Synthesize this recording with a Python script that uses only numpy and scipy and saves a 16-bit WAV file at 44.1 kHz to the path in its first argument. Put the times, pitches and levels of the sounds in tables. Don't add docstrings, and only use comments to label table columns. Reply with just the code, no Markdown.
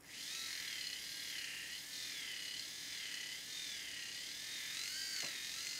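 import sys
import numpy as np
from scipy import signal
from scipy.fft import rfft, irfft, next_fast_len
from scipy.io import wavfile
from scipy.ndimage import map_coordinates

SR = 44100
rng = np.random.default_rng(int(sys.argv[2]) if len(sys.argv) > 2 else 0)


def to_wav(sig):
    pcm = np.clip(np.atleast_2d(sig), -1, 1) * 32767
    pcm = np.round(pcm).astype(np.int16)
    wavfile.write(sys.argv[1], SR, pcm.T)


N = 255339

# f/Hz, rms level/dB
HUM_TONES = [(59.2, -81.5), (118.4, -79.5), (161.5, -79), (285.3, -76)]
# f/Hz, relative level/dB
ROOM_SPECTRUM = [(25, -16), (60, -2), (100, -2), (170, 0), (300, 2), (450, -2), (620, -3.5), (1000, -6.5),
                 (2000, -11), (6000, -33), (15000, -29)]
# f/Hz, relative level/dB
BUMP_SPECTRUM = [(60, -26), (130, -5), (220, -5), (340, -1), (460, -11), (600, 3), (800, -10), (1020, -7),
                 (1300, -17), (2500, -47)]
TOP_HZ = 15750

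TEETH, RATIO = 29, 3
START_SPEED, TOP_SPEED, SPIN_UP_S = 9.25, 44.56, 0.39
# middle of the slowing t/s, its duration/s, loaded speed/(turns/s),
# middle of the recovery t/s, its duration/s, free speed/(turns/s)
PUMP_STROKES = [(0.662, 0.51, 33.74, 0.986, 0.173, 38.42), (1.363, 0.157, 32.35, 1.801, 0.252, 42.17),
                (2.204, 0.322, 34.15, 2.638, 0.225, 40.64), (3.0, 0.214, 34.28, 3.4, 0.236, 41.96),
                (3.813, 0.461, 32.52, 4.298, 0.46, 42.9), (4.596, 0.14, 40.71, 4.83, 0.44, 53.5),
                (5.245, 0.31, 42.6, 5.587, 0.205, 48.98)]
STROKE_TURNS, FIRST_TURN, CRUISE = 30.4, 4.5, 40
BUILD_SHARE = 0.58
START_DB, SWELL_S = -14.5, 0.15
# base level/dB unloaded at the reference speed,
# added level/dB at full pressure, added level/dB per doubling of speed
RASP_LEVEL_LAW = (-49, -0.39, 2.8)
DRONE_LEVEL_LAW = (-61.5, 7.4, 0.46)
TEETH_LEVEL_LAW = (-50, 0.55, 3.2)
ROTOR_LEVEL_LAW = (-50, 0.54, 1.44)
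# middle t/s, half length/s,
# change of rasp level/dB, change of whine level/dB
SLACK_SPELLS = [(0.102, 0.12, -0.5, -18), (0.598, 0.077, -2, -14), (1.01, 0.059, -1.5, -2.5),
                (1.154, 0.089, -2.5, -5), (1.61, 0.11, -1.5, 2.5), (1.863, 0.066, -5.5, -22),
                (2.75, 0.14, -1.5, -7), (3.44, 0.059, -3, -13), (3.863, 0.075, -1, -4),
                (4.38, 0.1, -1, -10), (5.39, 0.03, -1, -1)]
# t/s, added level/dB
DRONE_LEVEL_DRIFT = [(0, 1), (0.7, 6), (1.5, 4), (2.3, 3), (3.1, 3), (3.9, 1), (4.6, 4.5), (5.3, 5.5),
                     (5.79, 3.5)]

# f/Hz, gain level/dB
SHELL_GAIN = [(300, -66), (1100, -28.5), (1400, -20), (1750, -7), (2150, -8.5), (2400, -9), (2550, -6.5),
              (2750, -6.5), (3600, -2.5), (5300, -3), (6400, 1.5), (7400, -2.5), (8700, -10.5),
              (11500, -12), (15700, -13.5)]
# f/Hz, width/Hz, added level/dB at the centre
SHELL_MODES = [(1331, 43, 8), (1588, 23, 3.5), (2048, 420, 9.5), (2920, 140, 2.5), (3116, 85, 5.5),
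               (4200, 480, 3.5), (4793, 240, 7.5), (5016, 90, 8.5), (5420, 76, 5.5), (6000, 130, 3.5),
               (6490, 81, 1.5), (8110, 160, 7), (8685, 220, 10), (9970, 1000, 5), (13300, 860, -0.5),
               (13800, 600, 7)]

# t/s, relative level/dB, relative level/dB of the motor-can ring
HARD_KNOCKS = [(0.3487, -31, -12), (0.677, -34, -4), (0.8096, -34.5, 0), (0.8398, -37, 4.5),
               (0.8685, -34, 3.5), (0.9, -38, 0), (0.9298, -36.5, 2.5), (1.382, -37.5, 1),
               (1.4428, -36, -4), (2.45, -37.5, 1.5), (2.479, -39, 3), (2.538, -38, 3), (2.566, -42, 5.5),
               (2.594, -35, 2.5), (3.141, -31.5, -5), (4.792, -29.5, -15), (4.835, -28, -5),
               (5.186, -36, -29), (5.204, -28, -24), (5.2453, -28.5, -17), (5.669, -27, -14)]
# start t/s, end t/s, relative level/dB, relative level/dB of the motor-can ring
RATTLE_BOUTS = [(0.19, 0.8, -41.5, -0.5), (1.03, 1.32, -44.5, 4.5), (1.4, 1.43, -44, 2),
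                (1.7, 1.79, -47.5, 5), (1.92, 2.12, -44.5, 3), (2.35, 2.69, -43, 2), (2.92, 3.33, -43, -1),
                (3.55, 3.8, -38.5, -18), (3.98, 4.32, -39.5, -3), (4.74, 4.89, -31.5, -9),
                (5.15, 5.3, -33, -14), (5.43, 5.76, -35.5, -12)]
TOUCH_DB = -59
# f/Hz, relative level/dB, t60/s
CAN_MODES = [(4185, -3.5, 0.08), (4247, -6.5, 0.045), (4330, -14, 0.017), (4850, -2, 0.032),
             (4960, -16, 0.023)]
# f/Hz, relative level/dB
CLACK_SPECTRUM = [(300, -43), (1300, -23), (2000, -1), (2400, -6), (2900, -0.5), (3600, -5), (4800, -3),
                  (6500, -2), (7600, -8), (10000, -17), (15700, -33)]
KNOCK_RISE_S = 0.0006

# f/Hz, width/Hz, relative level/dB
SPRING_MODES = [(5500, 340, -2), (7070, 430, -6), (8700, 74, -16), (10220, 590, -4.5), (13250, 190, -3),
                (14100, 120, -5.5)]
# t/s, level/dB
SPRING_LEVEL = [(0, -71), (0.25, -62), (0.5, -59), (0.85, -61), (1.3, -56.5), (1.5, -63), (2.1, -63),
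                (2.6, -73), (5.79, -77)]

# bumps per gear turn, relative level/dB
UNEVENNESS = [(26, 6), (40, -2.5), (48, 2), (58, 0), (62, -1.5), (69, 0), (75, 6.5), (81, 1.5), (87, 5.5),
              (96, 5.5), (108, 3.5), (116, -1), (125, 4), (165, -2), (380, -9)]
# t/s, relative level/dB
FIZZ_LEVEL = [(0.0, -66.5), (0.26, -59), (0.44, -58.5), (0.93, -61), (1.32, -60.5), (1.43, -59.5),
              (4.22, -61), (4.89, -57.5), (5.79, -59)]
# multiple of the tooth rate, relative level/dB
MESH_TONES = [(1, 1.5), (2, -4), (3, 1)]
# multiple of the rotor speed, relative level/dB
ROTOR_TONES = [(10, 3), (12, -6), (14, -8), (15, -12.5), (16, -11), (17, -13.5), (18, -18.5), (19, -11.5),
               (20, -29), (23, -14), (25, -11), (36, -14.5)]
LOOSE_PLAY = 1


def amp(db):
    return 10 ** (np.asarray(db) / 20)


def unit(x):
    return x / np.sqrt(np.mean(x ** 2) + 1e-20)


def along(points, hz):
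    f, v = np.transpose(points)
    return np.interp(np.log(hz + 1), np.log(f + 1), v)


def curves(rows):
    s, *cols = np.transpose(rows)
    return [np.interp(np.arange(N) / SR, s, c) for c in cols]


def wobble(rate):
    knots = rng.standard_normal(int(N * rate / SR) + 4)
    return map_coordinates(knots, [np.arange(N) * rate / SR])


def filtered(x, response):
    m = next_fast_len(N + SR // 4)
    return irfft(rfft(x, m) * response(np.fft.rfftfreq(m, 1 / SR)), m)[..., :N]


def noise(spectrum):
    return unit(filtered(rng.standard_normal(N), lambda hz: amp(along(spectrum, hz))))


def ease(middle, length):
    return .5 + .5 * np.sin(np.pi * np.clip((np.arange(N) / SR - middle) / length, -.5, .5))


def bench(room_db=-66):
    t = np.arange(N) / SR
    hum = sum(amp(db) * np.sqrt(2) * np.sin(2 * np.pi * hz * t + .5 * wobble(rate=4.1))
              for hz, db in HUM_TONES)
    return hum + amp(room_db) * noise(ROOM_SPECTRUM)


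def bump(start=5.227, rise=0.003, t60=0.23, db=-47.5):
    t = np.maximum(np.arange(N) / SR - start, 0)
    return amp(db - 60 * t / t60) * (1 - np.exp(-t / rise)) * noise(BUMP_SPECTRUM)


def shell(hz):
    peaks_db = sum(db / (1 + (2 * (hz - f) / w) ** 2) for f, w, db in SHELL_MODES)
    return amp(along(SHELL_GAIN, hz) + peaks_db)


def ringing(x, wet_db=-8, t60=0.25):
    t = np.arange(SR // 6) / SR
    tail = rng.standard_normal(len(t)) * amp(-60 * t / t60)
    wet = signal.fftconvolve(x, tail / np.linalg.norm(tail))[:N]
    return (x + amp(wet_db) * wet) / np.hypot(1, amp(wet_db))


def knock(ring_db, clack_db=-1.0, clack_t60=0.021, detune=0.0075):
    t = np.arange(SR // 12) / SR
    pitch = 1 + detune * rng.standard_normal()
    ring = np.zeros(len(t))
    for hz, db, t60 in CAN_MODES:
        decay = amp(db + 1.5 * rng.standard_normal() - 60 * t / t60)
        ring += decay * np.sin(2 * np.pi * (pitch * hz * t + rng.random()))
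    clack_gain = amp(along(CLACK_SPECTRUM, np.fft.rfftfreq(len(t), 1 / SR)))
    clack = unit(irfft(rfft(rng.standard_normal(len(t))) * clack_gain, len(t)))
    contact = amp(ring_db) * ring + amp(clack_db - 60 * t / clack_t60) * clack
    return contact * (1 - np.exp(-t / KNOCK_RISE_S))


def rattle(turn, contact=.48, hard_db=-4, bout_db=-3):
    out = np.zeros(N + SR)
    for s, db, ring_db in HARD_KNOCKS:
        hit = knock(ring_db)
        out[round(s * SR):][:len(hit)] += amp(db + hard_db) * hit
    for i in np.flatnonzero(np.diff(np.floor(turn - contact))):
        t = i / SR
        if any(abs(t - row[0]) < .01 for row in HARD_KNOCKS):
            continue
        active = [(db, ring_db) for start, end, db, ring_db in RATTLE_BOUTS if start < t < end]
        db, ring_db = max([(TOUCH_DB, 0)] + active)
        hit = knock(ring_db)
        swell = min(t / SWELL_S, 1)
        out[i:][:len(hit)] += amp(db + bout_db + 0.95 * rng.standard_normal()) * swell * hit
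    return out[:N]


def gear_speed():
    spin_up = np.sin(np.pi / 2 * np.minimum(np.arange(N) / SR / SPIN_UP_S, 1))
    speed = START_SPEED + (TOP_SPEED - START_SPEED) * spin_up
    before = TOP_SPEED
    for grip, grip_s, loaded, release, release_s, free in PUMP_STROKES:
        speed = speed + (loaded - before) * ease(grip, grip_s) + (free - loaded) * ease(release, release_s)
        before = free
    return speed


def pressure(turn):
    stroke = (turn - FIRST_TURN) / STROKE_TURNS % 1
    return .5 - .5 * np.cos(np.pi * np.interp(stroke, [0, BUILD_SHARE, 1], [0, 1, 2]))


def level(law, speed, turn):
    base_db, pressure_db, speed_db = law
    swell_db = START_DB * np.maximum(1 - np.arange(N) / SR / SWELL_S, 0)
    return base_db + swell_db + pressure_db * pressure(turn) + speed_db * np.log2(speed / CRUISE)


def slack():
    t = np.arange(N) / SR
    return sum(np.outer([rasp_db, whine_db], np.exp(-((t - s) / half) ** 2))
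               for s, half, rasp_db, whine_db in SLACK_SPELLS)


def throb(cycle, depth_db, peak):
    return unit(amp(depth_db * np.cos(2 * np.pi * (cycle - peak))))


def surface(turn, count, size=2048):
    per_turn = np.arange(count * size // 2 + 1) / count
    random_phase = np.exp(2j * np.pi * rng.random(len(per_turn)))
    profile = irfft(amp(along(UNEVENNESS, per_turn)) * (per_turn < 400) * random_phase)
    return unit(map_coordinates(profile, [turn % count * size], mode="grid-wrap"))


def rubbing(turn, gear_db, brush_db, grain_db, spark_db=11.0, spark_peak=0.53):
    spark = np.cos(np.pi * (2 * RATIO * turn - spark_peak)) ** 8
    grain = np.minimum(wobble(rate=2 ** 10), 1)
    brush = unit(rng.standard_normal(N) * amp(spark_db * spark + grain_db * grain))
    return unit(surface(turn, count=256) + amp(gear_db) * surface(turn, count=1) + amp(brush_db) * brush)


def brush_springs(turn):
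    def springs(hz):
        return sum(amp(db) / (1 + (2 * (hz - f) / w) ** 2) for f, w, db in SPRING_MODES)

    scratch = rubbing(turn, gear_db=0.5, brush_db=7, grain_db=0.5)
    return amp(curves(SPRING_LEVEL)[0]) * unit(filtered(scratch, springs))


def whine(turn, teeth_db, rotor_db, cut_hz=1250):
    runout = .42 * np.sin(2 * np.pi * turn) + .22 * np.sin(4 * np.pi * turn + 1)
    runout = runout + .12 * np.sin(2 * np.pi * RATIO * turn)
    play = .19 * wobble(rate=30) + .09 * wobble(rate=300)
    tooth = 2 * np.pi * TEETH * turn + runout + play * (1 + LOOSE_PLAY * (1 - pressure(turn)))
    teeth = sum(amp(db + 2.4 * wobble(rate=16)) * np.sin(k * tooth) for k, db in MESH_TONES)
    teeth = teeth * throb(turn, depth_db=2, peak=.68) * throb(RATIO * turn, depth_db=1.2, peak=.7)
    rotor = np.zeros(N)
    for k, db in ROTOR_TONES:
        phase = 2 * np.pi * k * RATIO * turn + 0.45 * wobble(rate=25)
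        rotor += amp(db + 2.5 * wobble(rate=13)) * np.sin(phase)

    def radiated(hz):
        return shell(hz) * (1 - 1 / (1 + (hz / cut_hz) ** 14))

    return filtered(amp(teeth_db) * teeth + amp(rotor_db) * rotor, radiated)


def rasp(turn, rasp_db, drone_db, split_hz=2500, fizz_hz=8500, fizz_db=2.0):
    def below(hz, edge):
        return 1 / (1 + (hz / edge) ** 12)

    def through_shell(x, share):
        return unit(filtered(x, lambda hz: shell(hz) * np.sqrt(share(hz))))

    drone = rubbing(turn, gear_db=11, brush_db=0, grain_db=1) * throb(turn, depth_db=3, peak=.62)
    drone = drone * throb(2 * turn, depth_db=1.5, peak=0) * throb(RATIO * turn, depth_db=1, peak=.54)
    upper = rubbing(turn, gear_db=8, brush_db=4, grain_db=4)
    upper = upper * throb(turn, depth_db=1.78 + 0.5 * pressure(turn), peak=0.84)
    upper = upper * throb(RATIO * turn, depth_db=0.47, peak=0.85)
    fizz = rubbing(turn, gear_db=1.5, brush_db=-3.5, grain_db=4.5) * throb(turn, depth_db=0.66, peak=0.99)
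    low = through_shell(drone, lambda hz: below(hz, split_hz))
    middle = through_shell(upper, lambda hz: below(hz, fizz_hz) * (1 - below(hz, split_hz)))
    high = through_shell(fizz, lambda hz: 1 - below(hz, fizz_hz))
    return amp(drone_db) * low + amp(rasp_db) * middle + amp(curves(FIZZ_LEVEL)[0] + fizz_db) * high


def scene():
    speed = gear_speed()
    turn = np.cumsum(speed) / SR
    rasp_dip, whine_dip = slack()
    rasp_db = level(RASP_LEVEL_LAW, speed, turn) + rasp_dip
    drone_db = level(DRONE_LEVEL_LAW, speed, turn) + curves(DRONE_LEVEL_DRIFT)[0]
    teeth_db = level(TEETH_LEVEL_LAW, speed, turn) + whine_dip
    rotor_db = level(ROTOR_LEVEL_LAW, speed, turn)
    drive = rasp(turn, rasp_db, drone_db) + whine(turn, teeth_db, rotor_db) + brush_springs(turn)
    return np.tile(ringing(drive) + rattle(turn) + bump() + bench(), (2, 1))


def record(dry):
    hiss = amp(-72) * noise([(60, 9.5), (300, 8.5), (1000, 9.5), (4000, -54.0), (14000, 7.0)])
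    return filtered(dry + np.array([hiss, -hiss]), lambda hz: hz < TOP_HZ)


dry = scene()
out = record(dry)
to_wav(out)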